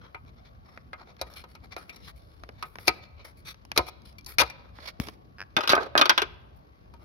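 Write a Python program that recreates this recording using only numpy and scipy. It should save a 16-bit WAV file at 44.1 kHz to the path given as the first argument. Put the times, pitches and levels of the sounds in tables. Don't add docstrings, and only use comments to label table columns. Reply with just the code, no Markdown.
import sys
import numpy as np
from scipy import signal
from scipy.fft import rfft, irfft
from scipy.io import wavfile
from scipy.ndimage import uniform_filter1d

SR = 44100
rng = np.random.default_rng(int(sys.argv[2]) if len(sys.argv) > 2 else 0)


def convert_level_to_amplitude(level_db):
    exponent = np.asarray(level_db, float) / 20
    return 10 ** exponent


def master(y):
    cut = np.clip(np.atleast_2d(y).T, -1, 1)
    pcm = np.round(cut * 32767)
    wavfile.write(sys.argv[1], SR, pcm.astype(np.int16))


N = 310464

# (frequency [Hz], level [dB per Hz])
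AIR_COLOUR = [(15, -43.5), (25, -19), (53, 0.5), (97, -1), (214, -9.5), (273, -12.5), (378, -16.5),
              (553, -16.5), (1060, -17), (1150, -19.5), (1830, -31.5), (2900, -35.5), (7920, -63),
              (11600, -43), (16500, -65.5)]
# (frequency [Hz], likeness [-1 to 1])
AIR_LIKENESS = [(60, 1), (240, 1), (950, -0.55), (3770, -0.19), (15000, 0.79)]
# (frequency [Hz], level [dB])
WHINE = [(1125, -80)]
# (frequency [Hz], time to fall 60 dB [s])
GARAGE_DECAY = [(100, 0.49), (500, 1), (1500, 0.75), (4000, 0.66), (7000, 0.23)]

# (time [s], peak [dB])
THUDS = [
    (3.776, -33.5),
    (4.385, -32),
    (4.9995, -15),
    (5.567, -25.5),
    (5.70, -26.5),
    (5.734, -28),
    (4.993, -36),
    (5.077, -37),
]
# (time [s], peak [dB])
CLUNKS = [
    (5.733, -2),
    (5.743, -17),
    (5.7665, -8),
    (5.779, -8.5),
    (5.80, -24.5),
    (5.953, -2),
    (5.963, -12.5),
]
# (time [s], peak [dB], bass [dB], treble [dB], ring of the spot [Hz])
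RATTLE = [(5.566, -7, -25.5, -19.5, 1555), (5.578, -16.5, 13, -10.5, 400), (5.587, -19.5, 3, -6.5, 4920),
          (5.607, -15, -9, -7.5, 5030), (5.629, -29, -12.5, -7, 5500), (5.635, -20, -13, -14, 1970),
          (5.652, -27, -15.5, -15.5, 2530), (5.675, -10, -19.5, -4.5, 5130), (5.6935, -5.5, -11.5, 1, 4000),
          (5.7005, -7, -25, -9, 1540), (5.704, -15, -21, -2.5, 4770), (5.716, -9.5, -10.5, -4.5, 1540),
          (5.723, -10.5, -15, -5.5, 4160), (5.752, -10.5, -2.5, 9, 3300), (5.822, -27.5, -6, -17.5, 5000),
          (5.831, -26.5, -10, -6.5, 4300), (5.866, -35, 4.5, -27, 5020), (5.977, -3, -16, -4, 3220),
          (5.993, -11.5, -3, -3.5, 2550), (6.013, 0, -20.5, -15, 3530), (6.056, -9, -11.5, -8, 3360),
          (6.0945, 0.5, -21, -10.5, 1510), (6.1775, -4, -24, -15.5, 3380),
          (6.197, -23.5, -20.5, -6.5, 3290), (6.2185, -10, -14.5, -7, 2350)]
# (time [s], peak [dB])
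BUMPS = [
    (4.9998, -10),
]
# (time [s], peak [dB])
RATCHET = [
    (5.384, -33),
    (5.3895, -36),
    (5.395, -30),
    (5.4045, -22),
    (5.4158, -21.5),
    (5.425, -26),
    (5.436, -38),
]
# (time [s], peak [dB], bass [dB], treble [dB])
SHAFT_PINGS = [
    (1.721, -34, -48, -15),
    (1.894, -28, -55.5, -16.5),
    (1.96, -34, -20, 15.5),
    (4.183, -34, -47, 1),
    (4.262, -25, -17.5, 23),
    (4.499, -24, -42, -7),
]
# (time [s], peak [dB], bass [dB], treble [dB])
TICKS = [(.25, -50, -13, -20), (.533, -64, -27, -9), (1.015, -59, -39, -17), (1.166, -45, -20, -20),
         (1.338, -36, -30, 13), (4.127, -48.5, -22.5, 1), (0.775, -29.5, -22, -35),
         (2.436, -28, -15.5, -25), (2.49, -29.5, -10.5, -19.5), (2.756, -27.5, -7.5, -15),
         (2.7855, -26, -21, -24.5), (3.544, -38.5, -18.5, -14), (3.651, -37.5, 0, 2),
         (3.7165, -17.5, -20, -14), (4.019, -47.5, -25.5, 10), (4.21, -44, -36, 1.5), (4.246, -39, -19, 22),
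         (4.787, -33.5, -15.5, -42.5), (5.071, -29.5, -11, -12), (5.0855, -22.5, -11, -11.5)]
# (time [s], peak [dB], bass [dB], treble [dB], ring of the spot [Hz])
TAPS = [(0.146, -27, -20, -44.5, 923), (0.9315, -23, -25, -40.5, 1310), (1.2135, -14.5, -1, -3, 650),
        (1.439, -34, -8.5, -23, 514), (1.551, -36.5, -13.5, -16.5, 2290), (1.7645, -23, -4.5, -19, 732),
        (2.6255, -20, -13, -21, 1140), (2.8735, -13.5, -10.5, -2, 4500), (2.8775, -13.5, -4, -24.5, 765),
        (2.8795, -2.5, -20, -16.5, 4260), (3.761, -21, -17.5, -20.5, 2200), (3.7645, -19, -9, -18.5, 1190),
        (3.7755, -1, -13, -9, 2170), (3.785, -13.5, 10.5, -23, 925), (6.938, -41, 2, -11.5, 930)]
# (time [s], peak [dB], bass [dB], treble [dB], ring of the spot [Hz])
SLIPS = [
    (4.384, -1.5, -15.5, -7, 2200),
    (4.3935, -1.5, -12, -5, 2120),
    (4.401, -0.5, -10, -6, 5500),
    (4.407, -4, -14, 3.5, 3590),
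    (4.4125, -8, -6.5, -8, 1000),
    (4.417, -6.5, 0.5, -9, 1299),
    (4.432, -18, 0, -10, 1296),
]

# (start [s], length [s], level [dB], bass [dB], treble [dB])
BUILDING = [(1.185, 0.028, -55, -4, -33), (1.25, 0.049, -56, 1.5, -15), (1.61, 0.058, -59.5, 1.5, -19),
            (1.84, 0.082, -67, 8, -10), (2.53, 0.15, -58, -5.5, -22), (2.84, 0.04, -48, -8, -7.5),
            (3.735, 0.052, -56.5, -14.5, -17), (3.86, 0.041, -43.5, -2.5, -12.5),
            (4.73, 0.16, -52.5, -5.5, -24), (5.09, .074, -60, -2.5, -16), (6.98, 0.074, -68.5, 5, -15.5)]
# (start [s], length [s], level [dB], bass [dB], treble [dB])
SWEEPING = [(0, .12, -61, 6, -28), (.255, 0.063, -63.5, -3, -24), (.36, 0.053, -63.5, -2, -32),
            (.43, 0.075, -59.5, -6, -28), (.97, 0.082, -59.5, 6.5, -29), (1.47, 0.1, -63.5, -6, -13),
            (1.71, 0.04, -45, -10.5, -30), (2.015, 0.1, -53, -21.5, -21), (2.06, 0.062, -48.5, -7.5, -15),
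            (2.92, 0.094, -58.5, 3, -13), (3.01, 0.067, -56.5, -9, -27), (3.165, 0.083, -53.5, -6.5, -39),
            (3.445, 0.092, -43.5, -13, -13.5), (4.265, 0.094, -47.5, -10, -4.5),
            (4.85, 0.067, -40, -10, -23)]
# (start [s], length [s], level [dB], bass [dB], treble [dB])
TRAILING = [(.65, 0.26, -64.5, 0.5, -20.5), (1.07, 0.089, -57.5, 0, -28), (1.3, 0.11, -57, 0.5, -10),
            (1.36, 0.072, -45, -12, -14.5), (1.78, 0.08, -52.5, -0.5, -13.5), (1.925, 0.14, -56, -9, -19),
            (2.16, 0.039, -61, -26, -5.5), (2.18, 0.45, -69, -8, -13), (2.62, 0.26, -69.5, 5.5, 0),
            (2.795, 0.12, -55.5, -5, -7), (3.245, 0.084, -54, -0.5, -10.5), (3.37, .06, -63, -22, -5.5),
            (4.05, 0.094, -55, -14, -17), (4.45, .11, -53.5, 0, -22), (4.52, 0.3, -64.5, 3, -41),
            (5.0, 0.12, -49.5, -3, -13), (5.8, 0.094, -50, 13, -25.5), (6.56, .05, -76, -25, -1)]
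# (from [s], to [s])
WITHDRAWING = (4.7, 6.5)

# (frequency [Hz], level [dB per Hz])
CHASSIS = [(30, -18), (60, -2.5), (120, 1.5), (250, 0.5), (450, -10), (900, -41), (16500, -89)]
# (frequency [Hz], level [dB per Hz])
HANDLE = [(47, -55), (80, -21.5), (1300, -1.5), (2710, -16), (2900, -28), (4530, -26.5), (6610, -46),
          (13200, -45.5), (16500, -64.5)]
# (frequency [Hz], level [dB per Hz])
PANEL = [(60, -36.5), (297, -8.5), (366, -7.5), (742, -4.5), (1240, 4), (1430, 5), (1540, -0.5), (2090, -4),
         (3500, -3), (5470, -10), (7800, -23.5), (10500, -23.5), (15000, -29), (16500, -49)]
# (frequency [Hz], level [dB per Hz])
BUMP = [(53, -41.5), (90, -6.5), (414, -11), (1750, -18), (2640, -14), (3830, -27), (5080, -17.5),
        (8770, -33.5), (16500, -31)]
# (frequency [Hz], level [dB per Hz])
CLIP = [(120, -28.5), (200, -6), (1050, -4.5), (2330, -4.5), (3630, -13), (5060, -8.5), (5870, -12),
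        (7600, -32.5), (8650, -37.5), (10400, -19), (16500, -38.5)]
# (frequency [Hz], level [dB per Hz])
HOUSING = [(35, -38.5), (60, 2), (213, -19.5), (350, -8), (1270, -2.5), (1800, -8), (2300, -3.5),
           (3040, -10), (4430, -4.5), (5600, -6), (7600, -17.5), (10100, -11.5), (14700, -20.5),
           (16500, -52.5)]
# (frequency [Hz], level [dB per Hz])
DUST = [(180, -31), (300, 1.5), (987, -4), (1190, 2), (1870, -3), (2360, -2), (2610, -8), (4770, -5.5),
        (5830, -10.5), (7500, -16), (9810, -17.5), (14000, -21), (15700, -21.5), (16500, -39.5)]
# (frequency [Hz], level [dB], time to fall 60 dB [s])
PANEL_MODES = [(400, -14.5, 0.2), (628, -7, 0.055), (903, -4, 0.11), (1078, -14.5, 0.12),
               (1252, 1.5, 0.036), (1555, 7.5, 0.045), (2200, -14.5, 0.06), (2473, 1.5, 0.057),
               (3290, -5, 0.084), (3590, -6.5, 0.11), (4240, -9.5, 0.043), (5100, -18, 0.091)]
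# (frequency [Hz], level [dB], time to fall 60 dB [s])
RATCHET_MODES = [(1660, 12, 0.009), (2500, 2, .008), (5000, 6, 0.008)]
# (frequency [Hz], level [dB], time to fall 60 dB [s])
SHAFT_MODES = [(1950, 6.5, 0.14), (2210, -5, 0.014), (2355, 16, 0.037), (3700, -28, 0.032),
               (5500, -16, 0.038)]
# (frequency [Hz], level [dB], time to fall 60 dB [s])
HOUSING_MODES = [(405, -2.5, 0.27), (650, -7, 0.23), (746, 4.5, 0.1), (925, -5.5, 0.027),
                 (1035, -10.5, 0.21), (1257, 9.5, 0.09), (1356, -0.5, 0.036), (1497, -0.5, .06),
                 (2120, -3.5, 0.029), (2412, 5, 0.047), (2880, -10.5, 0.11), (3340, -12.5, 0.019),
                 (3940, -7.5, 0.013), (4300, -13.5, 0.013)]
# (frequency [Hz], width [Hz], level over the broad colour [dB])
DUST_PEAKS = [(930, 110, 11), (1300, 120, 11), (2300, 170, 12), (3460, 130, 9), (3920, 120, 9),
              (4400, 150, 12), (5300, 170, 11), (10400, 500, 8), (11500, 300, 7), (13500, 400, 6)]


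def evened(x):
    return x / np.sqrt(np.mean(x ** 2) + 1e-20)


def read(points, hz):
    f, value = np.transpose(points)
    return np.interp(np.log(hz + 1), np.log(f + 1), value)


def add(mix, s, sound):
    part = mix[:, round(s * SR):][:, :sound.shape[1]]
    part += sound[:, :part.shape[1]]


def causal(db):
    fold = irfft(np.maximum(db, -100) * np.log(10) / 20)
    half = len(fold) // 2
    fold[1:half] *= 2
    fold[half + 1:] = 0
    return np.exp(rfft(fold))


def ports(hz, lag, pan_db, shade_db=0):
    side = np.array([[.5], [-.5]])
    late = lag * (0.38 + 0.63 / (1 + (800 / (hz + 1)) ** 3))
    louder_db = pan_db + shade_db / (1 + (2400 / (hz + 1)) ** 6)
    return convert_level_to_amplitude(side * louder_db) * np.exp(-2j * np.pi * hz * side * late / SR)


def hiss(magnitude, same, turn, size):
    a, b, c, d = rng.standard_normal(magnitude.T.shape + (4,)).T
    left, same = a + 1j * b, np.clip(same, -1, 1)
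    right = same * left + np.sqrt(1 - same ** 2) * (c + 1j * d)
    z = np.array([left, right]) * magnitude * turn
    return signal.istft(z, nperseg=size, noverlap=size * 3 // 4)[1][:, :N]


def air():
    size, level_db = 4096, -52
    hz, t = np.fft.rfftfreq(size, 1 / SR), np.arange(N // 1024 + 5) * 1024 / SR
    patches = rng.standard_normal((len(t), len(hz))).T
    patches = uniform_filter1d(patches, size=20, axis=0)
    patches = evened(uniform_filter1d(patches, size=4, axis=1))
    field = convert_level_to_amplitude(read(AIR_COLOUR, hz)[:, None] + 2.7 * patches)
    drone = 1 / (1 + (2 * (hz[:, None] - 63) / 18) ** 2)
    field *= 1 + drone
    alike = read(AIR_LIKENESS, hz)[:, None] - .45
    wash = hiss(field, alike, ports(hz, lag=-0.96, pan_db=2.0)[:, :, None], size)
    wobble = np.cumsum(rng.standard_normal(N)) * .004
    whine = sum(convert_level_to_amplitude(db) * np.sqrt(2) * np.sin(2 * np.pi * f * np.arange(N) / SR + wobble) for f, db in WHINE)
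    return convert_level_to_amplitude(level_db) * evened(wash) + whine


def garage(x):
    echoes = np.zeros((2, SR))
    at = np.arange(400, SR - 20, 20) + rng.integers(0, 20, (2, (SR - 401) // 20))
    np.put_along_axis(echoes, at, rng.choice([-1., 1.], at.shape), 1)
    hz, t, z = signal.stft(echoes, SR, nperseg=256)
    fade = convert_level_to_amplitude(-60 * t / read(GARAGE_DECAY, hz)[:, None])
    tail = signal.istft(z * fade, SR, nperseg=256)[1]
    tail = tail[:, :SR - 512] / np.linalg.norm(tail[0])
    return signal.oaconvolve(x.mean(0)[None], tail, axes=1)[:, :N]


def ringing(hz, modes, ring_db, spots, spot_db):
    luck = rng.standard_normal((len(modes), 2))
    crowd = 300 * 16 ** rng.random((14, 1))
    body = 1
    if len(modes) > 3:
        body = 1 + convert_level_to_amplitude(ring_db - 1.5) * (1 / (1 + 2j * (hz - crowd) / 45)).sum(0)
    for (f, db, ring), (detune, strength) in zip(modes, luck):
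        width = 2.2 / np.clip(ring, .008, .09)
        level = convert_level_to_amplitude(ring_db + 0.79 * db + 0.86 * strength)
        body = body + level / (1 + 2j * (hz - f * (1 + 0.004 * detune)) / width)
    for f in spots:
        body = body + convert_level_to_amplitude(ring_db + spot_db) / (1 + 2j * (hz - f) / (30 + 0.016 * f))
    return body


def blows(rows, contact_s, t60_s, colour, modes, ring_db, lag, pan_db, same, snap,
          usual_db=(0, 0), shade_db=0, spot_db=0):
    size, lead = 6144, 22
    out = np.zeros((2, N))
    t, hz = np.arange(size) / SR, np.fft.rfftfreq(size, 1 / SR)
    bass, treble = 1 / (1 + (hz / 1400) ** 4), 1 / (1 + (3000 / (hz + 1)) ** 4)
    top = treble / (1 + (6500 / (hz + 1)) ** 8)
    fade_db = -60 * np.maximum(t - contact_s, 0) / t60_s
    alike = np.clip(same + (1 - same) / (1 + (hz / 700) ** 2), 0, 1)
    for s, peak_db, *tone in rows:
        bass_db, treble_db = np.subtract(tone[:2] or usual_db, usual_db)
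        *noise, grit = rng.standard_normal((size, 3)).T
        burst = noise * np.minimum(t / 0.00091, 1) * convert_level_to_amplitude(4.3 * grit) * (1 + 1.6 * np.exp(-t / 0.0011))
        burst[:, 12] += snap
        a, b = (rfft(burst * convert_level_to_amplitude(fade_db)) * (1 - treble)
                + rfft(burst * convert_level_to_amplitude(3.1 * fade_db)) * (treble - top)
                + rfft(burst * convert_level_to_amplitude(2.8 * fade_db)) * top)
        push = np.array([a, alike * a + np.sqrt(1 - alike ** 2) * b])
        body = ringing(hz, modes, ring_db, tone[2:], spot_db)
        shape = causal(read(colour, hz) + bass * bass_db + treble * treble_db) * body
        sound = irfft(push * shape * ports(hz, lag, pan_db, shade_db), size)
        sound = np.roll(sound, lead, axis=1)
        sound[:, -2048:] *= np.linspace(1, 0, 2048)
        add(out, s - lead / SR, sound * convert_level_to_amplitude(peak_db) / abs(sound).max())
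    return out


def thuds():
    return blows(THUDS, .001, .03, CHASSIS, [], ring_db=0, lag=20, pan_db=6, same=0.24, snap=23)


def clunks():
    return blows(CLUNKS, .0006, 0.13, HANDLE, PANEL_MODES, ring_db=5.5, lag=13, pan_db=0.4,
                 same=0.26, snap=24, shade_db=-7.5)


def rattle():
    return blows(RATTLE, 0.0053, 0.09, PANEL, PANEL_MODES, ring_db=2.0, lag=16, pan_db=5,
                 same=0.31, snap=9.4, usual_db=(-14.5, -14), shade_db=-8.0, spot_db=4.5)


def bump():
    return blows(BUMPS, 0.00087, 0.014, BUMP, [], ring_db=0, lag=2.7, pan_db=8.5, same=0.22, snap=62)


def ratchet():
    return blows(RATCHET, .0002, .006, CLIP, RATCHET_MODES, ring_db=8, lag=3, pan_db=1.5, same=.8, snap=25)


def shaft_pings():
    return blows(SHAFT_PINGS, 0.0057, 0.086, HOUSING, SHAFT_MODES, ring_db=6.0, lag=-10.5, pan_db=5.5,
                 same=0.6, snap=2.64, usual_db=(-35, -8.5))


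def ticks():
    return blows(TICKS, 0.0008, 0.043, CLIP, [], ring_db=0, lag=13, pan_db=2.0,
                 same=0.28, snap=10.0, usual_db=(-14, -15))


def strokes(withdrawing):
    kinds = (BUILDING, 0.71), (SWEEPING, 0.41), (TRAILING, 0.029)
    first, last = WITHDRAWING
    chosen = []
    for rows, share in kinds:
        for s, length, *tone in rows:
            if (first < s < last) == withdrawing:
                chosen.append((s, share * length, (1 - share) * length, *tone))
    return chosen


def rubbing(rows, lag, pan_db, ring_db, rest_db):
    hz, t = np.fft.rfftfreq(512, 1 / SR), np.arange(N // 128 + 5) * 128 / SR
    bass, treble = 1 / (1 + (hz / 1650) ** 6), 1 / (1 + (7500 / (hz + 1)) ** 8)
    power = np.zeros((len(hz), len(t)))
    for s, rise, fall, level_db, bass_db, treble_db in rows:
        rings = 0
        for f, width, db in DUST_PEAKS:
            strength, detune = rng.standard_normal(2)
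            off = hz - f - .025 * f * detune
            rings = rings + convert_level_to_amplitude(db + ring_db + 3.5 * strength) / (1 + (2 * off / width) ** 2)
        crowd = 400 * 36 ** rng.random((30, 1))
        rings = rings + convert_level_to_amplitude(ring_db + 6.5) * (1 / (1 + ((hz - crowd) / 55) ** 2)).sum(0)
        colour = convert_level_to_amplitude(read(DUST, hz)) * (1 + rings)
        tone_db = bass * (bass_db - 1.5) + treble * (treble_db + 20.0)
        colour *= convert_level_to_amplitude(tone_db + level_db + 8) / np.linalg.norm(colour)
        pressure = np.interp(t, [s, s + rise, s + rise + fall], [0, 1, 0])
        power[:, pressure > 0] += np.outer(colour, pressure[pressure > 0]) ** 2
    power += convert_level_to_amplitude(read(DUST, hz) + rest_db - 11 * treble)[:, None] ** 2
    stutter = evened(uniform_filter1d(rng.standard_normal(len(t)), size=2))
    alike = 0.3 + 0.46 / (1 + (hz / 700) ** 2)
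    field = np.sqrt(power) * convert_level_to_amplitude(3.2 * stutter)
    return hiss(field, alike[:, None], ports(hz, lag, pan_db)[:, :, None], size=512)


def scraping():
    at_housing = rubbing(strokes(False), lag=-9.5, pan_db=2.5, ring_db=-1.0, rest_db=-84.5)
    way_out = rubbing(strokes(True), lag=16, pan_db=-4.5, ring_db=-8, rest_db=-np.inf)
    return at_housing + way_out


def taps():
    return blows(TAPS, 0.0038, 0.085, HOUSING, HOUSING_MODES, ring_db=5.5, lag=-10.0, pan_db=2.5,
                 same=0.12, snap=7, usual_db=(-10.5, -16.5), shade_db=1.0, spot_db=0)


def slips():
    return blows(SLIPS, 0.0059, 0.058, HOUSING, HOUSING_MODES, ring_db=1, lag=-13.5, pan_db=5,
                 same=0.1, snap=4.4, shade_db=1.5, spot_db=6.5)


def scene():
    tool = thuds() + clunks() + rattle()
    bay = bump() + ratchet() + shaft_pings() + ticks() + scraping() + taps() + slips()
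    echo = garage(convert_level_to_amplitude(-25.5) * bay + convert_level_to_amplitude(-22.5) * tool)
    return air() + echo + tool + bay


def roll_off(x):
    return signal.sosfilt(signal.butter(12, 16660, fs=SR, output="sos"), x)


def record(dry):
    hz = np.fft.rfftfreq(8192, 1 / SR)
    notch_db = -11 / (1 + ((hz - 8000) / 1100) ** 4)
    bass_loss_db = 10 * np.log10(1 + (44 / (hz + 1)) ** 8)
    top_loss_db = 10 * np.log10(1 + (hz / 16300) ** 200)
    colour = causal(notch_db - bass_loss_db - top_loss_db)
    heard = signal.oaconvolve(dry, irfft(colour)[None], axes=1)[:, :N]
    rounded = heard / (1 + (heard / .92) ** 6) ** (1 / 6)
    return roll_off(rounded)


dry = scene()
out = record(dry)
master(out)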